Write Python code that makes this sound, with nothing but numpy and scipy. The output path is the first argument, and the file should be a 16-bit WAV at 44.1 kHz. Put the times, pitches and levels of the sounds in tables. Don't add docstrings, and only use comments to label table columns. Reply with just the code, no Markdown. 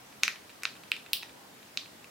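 import sys
import numpy as np
from scipy import signal
from scipy.fft import rfft, irfft
from scipy.io import wavfile
from scipy.ndimage import uniform_filter1d

SR = 44100
rng = np.random.default_rng(int(sys.argv[2]) if len(sys.argv) > 2 else 0)


def master(y):
    cut = np.clip(np.atleast_2d(y).T, -1, 1)
    pcm = np.round(cut * 32767)
    wavfile.write(sys.argv[1], SR, pcm.astype(np.int16))


N = 92610

# frequency_hz, density_db
NOISE_SPECTRUM = [(25, -30), (40, -24), (60, -15), (100, -7), (140, -4.5), (240, -2), (400, -4.5),
                  (700, -4.5), (1200, -7.5), (2500, -10.5), (5000, -14.5), (10000, -18.5), (14800, -21),
                  (16000, -22)]
# frequency_hz, correlation
NOISE_COHERENCE = [(50, 0.88), (150, 0.92), (300, 0.68), (600, 0.083), (1500, 0.067), (5000, 0.05),
                   (15000, 0.12)]
# start_s, level_db
TOUCHES = [(.1265, -24.5), (0.2297, -14.5), (0.3582, -15), (.4945, -16), (0.5016, -17), (0.623, -16),
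           (.7540, -18), (.7655, -18), (0.8359, -16), (.8810, -21), (0.9654, -8.5), (1.0630, -16),
           (1.2267, -10.5), (1.2943, -19.5), (1.6294, -20.5), (1.686, -26), (1.8590, -18.5), (1.9968, -28),
           (2.0439, -14.5)]
# frequency_hz, level_db
TOUCH_SPECTRUM = [(300, -27), (900, -13.5), (1400, -5), (1750, -4.5), (2500, -1), (3300, -3.5),
                  (3800, -4.5), (5000, -16), (8000, -21), (16000, -26)]
# frequency_hz, t60_s
ROOM_T60 = [(300, 0.32), (1200, 0.27), (2400, 0.23), (5000, 0.33), (10000, 0.25), (16000, 0.21)]
# delay_s, level_db
EARLY_REFLECTIONS = [(.0074, -20)]
# start_s, main_mode_hz, high_mode_hz, low_mode_db, main_mode_db, upper_mode_db,
# high_mode_db, crack_db, crack_tilt_db_per_octave, notch_hz, notch_db, room_send_db, right_over_left_db
POPS = [ (0.234, 2420, 5950, 5.5, 17, 11.5, 11, -9.5, -9, 3100, -1, -5.5, 0.2),
        (0.2796, 2270, 5360, 5, 13.5, 2.5, -2.5, -16, -2, 3640, -11, -6, 1),
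        (0.6342, 2240, 5400, -3.5, 3, -10, -6, -19, -16, 3350, -10, -4, 0),
        (0.6532, 2500, 5820, 6, 10, 6.5, -3, -31, -14, 3260, -20, -7.5, 1),
        (0.9176, 2635, 3950, -3, 15, 1.5, 1, -17.5, -12, 3450, 1, -6.5, 1.3),
        (1.1327, 3020, 5050, -27, 12, 10, 2.5, 2.5, 3, 3200, -8, -3.5, 1.2),
        (1.7735, 2600, 5800, -9, 4.5, 8, -2.5, -17.5, -12, 3380, -15, -6, 0.8), ]
# frequency_hz, level_db
CRACK_SPECTRUM = [(500, -48), (1700, -28), (3000, -19), (5800, -37), (6700, -14), (7700, -3.5),
                  (9000, -4.5), (10500, -2), (12500, 0), (14500, 1.5), (16000, -2)]
# start_s, level_db
KNOCKS = [(1.2312, -3)]
# frequency_hz, width_hz, level_db
KNOCK_MODES = [(473, 190, -11), (880, 190, 0), (1390, 230, -8.5), (1920, 300, -1.5), (2600, 520, -0.5),
               (3840, 460, -2), (5630, 1200, -10)]
# start_s, length_s, level_db
RUBS = [(1.32, 0.21, -60.5)]

TAPS = 2048
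HZ = np.fft.rfftfreq(TAPS, 1 / SR)


def gain_of(db):
    return 10 ** (np.asarray(db) / 20)


def unit_rms(x):
    return x / np.sqrt(np.mean(x ** 2) + 1e-20)


def curve_at(points, hz):
    f, value = np.transpose(points)
    return np.interp(np.log(hz + 1), np.log(f + 1), value)


def add(mix, start_s, sound):
    part = mix[round(start_s * SR):][:len(sound)]
    part += sound[:len(part)]


def resonance(hz, width_hz):
    return (1 + ((HZ - hz) / width_hz) ** 2) ** -2.115


def click(*gains):
    log_gain = np.log(np.sum(np.square(gains), 0) + 1e-10) / 2
    two_sided = np.r_[log_gain, log_gain[-2:0:-1]]
    return np.fft.ifft(np.exp(np.conj(signal.hilbert(two_sided)))).real


def room_noise(level_db=-52.5, drift_db=1):
    frames = N // (TAPS // 4) + 5
    left_re, left_im, other_re, other_im, drift = rng.standard_normal((frames, len(HZ), 5)).T
    drift = uniform_filter1d(drift, size=16, axis=0)
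    drift = unit_rms(uniform_filter1d(drift, size=8, axis=1))
    coherence = curve_at(NOISE_COHERENCE, HZ)[:, None]
    left = left_re + 1j * left_im
    right = coherence * left + np.sqrt(1 - coherence ** 2) * (other_re + 1j * other_im)
    spectra = np.array([left, right]) * gain_of(curve_at(NOISE_SPECTRUM, HZ)[:, None] + drift_db * drift)
    noise = signal.istft(spectra, nperseg=TAPS, noverlap=TAPS * 3 // 4)[1][:, :N]
    return gain_of(level_db) * unit_rms(noise)


def scuff(spectrum_db, decay_s, friction_db):
    friction = rng.standard_normal(TAPS) * np.exp(-np.arange(TAPS) / SR / decay_s)
    force = signal.unit_impulse(TAPS) + gain_of(friction_db) * friction / np.linalg.norm(friction)
    return signal.fftconvolve(force, click(gain_of(spectrum_db)))[:TAPS]


def fingertip_tick(level_db):
    return scuff(level_db + curve_at(TOUCH_SPECTRUM, HZ), decay_s=0.0041, friction_db=-2)


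def with_table_echo(pair, delays_s=(0.000793, 0.00074), echo_db=-11):
    out = pair.copy()
    for channel, direct, delay_s in zip(out, pair, delays_s):
        add(channel, delay_s, gain_of(echo_db) * direct)
    return out


def reverberation(x, coherence=0.45, onset_s=0.001):
    n = SR // 2
    left, other = rng.standard_normal((2, n))
    right = coherence * left + np.sqrt(1 - coherence ** 2) * other
    hz, t, spectra = signal.stft([left, right], SR, nperseg=256)
    decay = gain_of(-60 * t / curve_at(ROOM_T60, hz)[:, None])
    tail = signal.istft(spectra * decay, SR, nperseg=256)[1][:, :n]
    tail *= np.arange(n) / SR > onset_s
    tail /= np.linalg.norm(tail, axis=1, keepdims=True)
    for delay_s, level_db in EARLY_REFLECTIONS:
        tail[:, round(delay_s * SR)] += gain_of(level_db)
    return signal.fftconvolve(x[None], tail, axes=1)[:, :N]


def dome_snap(main_hz, high_hz, low_db, main_db, upper_db, high_db):
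    modes = np.array([gain_of(low_db - 12) * resonance(940, width_hz=560),
                      gain_of(low_db) * resonance(1540, width_hz=615),
                      gain_of(main_db) * resonance(main_hz, width_hz=828),
                      gain_of(upper_db) * resonance(3960, width_hz=1430),
                      gain_of(high_db) * resonance(high_hz, width_hz=1450)])
    bass_cut = HZ ** 2 / np.hypot(HZ ** 2, 720 ** 2)
    snap = click(*(modes * bass_cut))
    bass_lag_s, dispersion_hz = 0.00049, 4760
    lag_turns = bass_lag_s * dispersion_hz * (1 - np.exp(-HZ / dispersion_hz))
    return irfft(rfft(snap) * np.exp(-2j * np.pi * lag_turns))


def peel_crack(level_db, tilt_db_per_octave, pivot_hz=12000, friction_db=-3):
    octaves = np.log2(np.maximum(HZ / pivot_hz, 0.5))
    spectrum_db = level_db + curve_at(CRACK_SPECTRUM, HZ) + tilt_db_per_octave * octaves
    crack = scuff(spectrum_db, decay_s=0.00081, friction_db=friction_db)
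    return crack / np.hypot(1, gain_of(friction_db))


def with_notches(pop, notch_hz, notch_db):
    dips_db = -6 * resonance(1744, width_hz=120) + notch_db * resonance(notch_hz, width_hz=130)
    return signal.fftconvolve(pop, click(gain_of(dips_db)))


def table_knock(level_db):
    return click(*[gain_of(level_db + db) * resonance(hz, width_hz) for hz, width_hz, db in KNOCK_MODES])


def fingertip_rub(length_s, level_db):
    n = round(length_s * SR)
    friction = signal.fftconvolve(rng.standard_normal(N), click(resonance(840, width_hz=290)))[:n]
    return gain_of(level_db) * unit_rms(friction) * np.sqrt(np.hanning(n))


def scene():
    fingers = np.zeros(N)
    for start_s, level_db in TOUCHES:
        add(fingers, start_s, fingertip_tick(level_db))
    for start_s, level_db in KNOCKS:
        add(fingers, start_s, table_knock(level_db))
    for start_s, length_s, level_db in RUBS:
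        add(fingers, start_s, fingertip_rub(length_s, level_db))
    direct = np.array([fingers, fingers])
    room_send = gain_of(-4) * fingers
    for start_s, *modes, crack_db, tilt, notch_hz, notch_db, send_db, pan_db in POPS:
        pop = dome_snap(*modes) + peel_crack(crack_db, tilt)
        near = with_notches(pop, notch_hz, notch_db)
        add(direct[0], start_s, gain_of(-pan_db / 2) * near)
        add(direct[1], start_s, gain_of(pan_db / 2) * near)
        add(room_send, start_s, gain_of(send_db) * pop)
    return with_table_echo(direct) + reverberation(room_send) + room_noise()


def record(dry):
    low_pass = signal.firwin(255, 16000, window=("kaiser", 9), fs=SR)
    return signal.oaconvolve(dry, low_pass[None], "same")


dry = scene()
out = record(dry)
master(out)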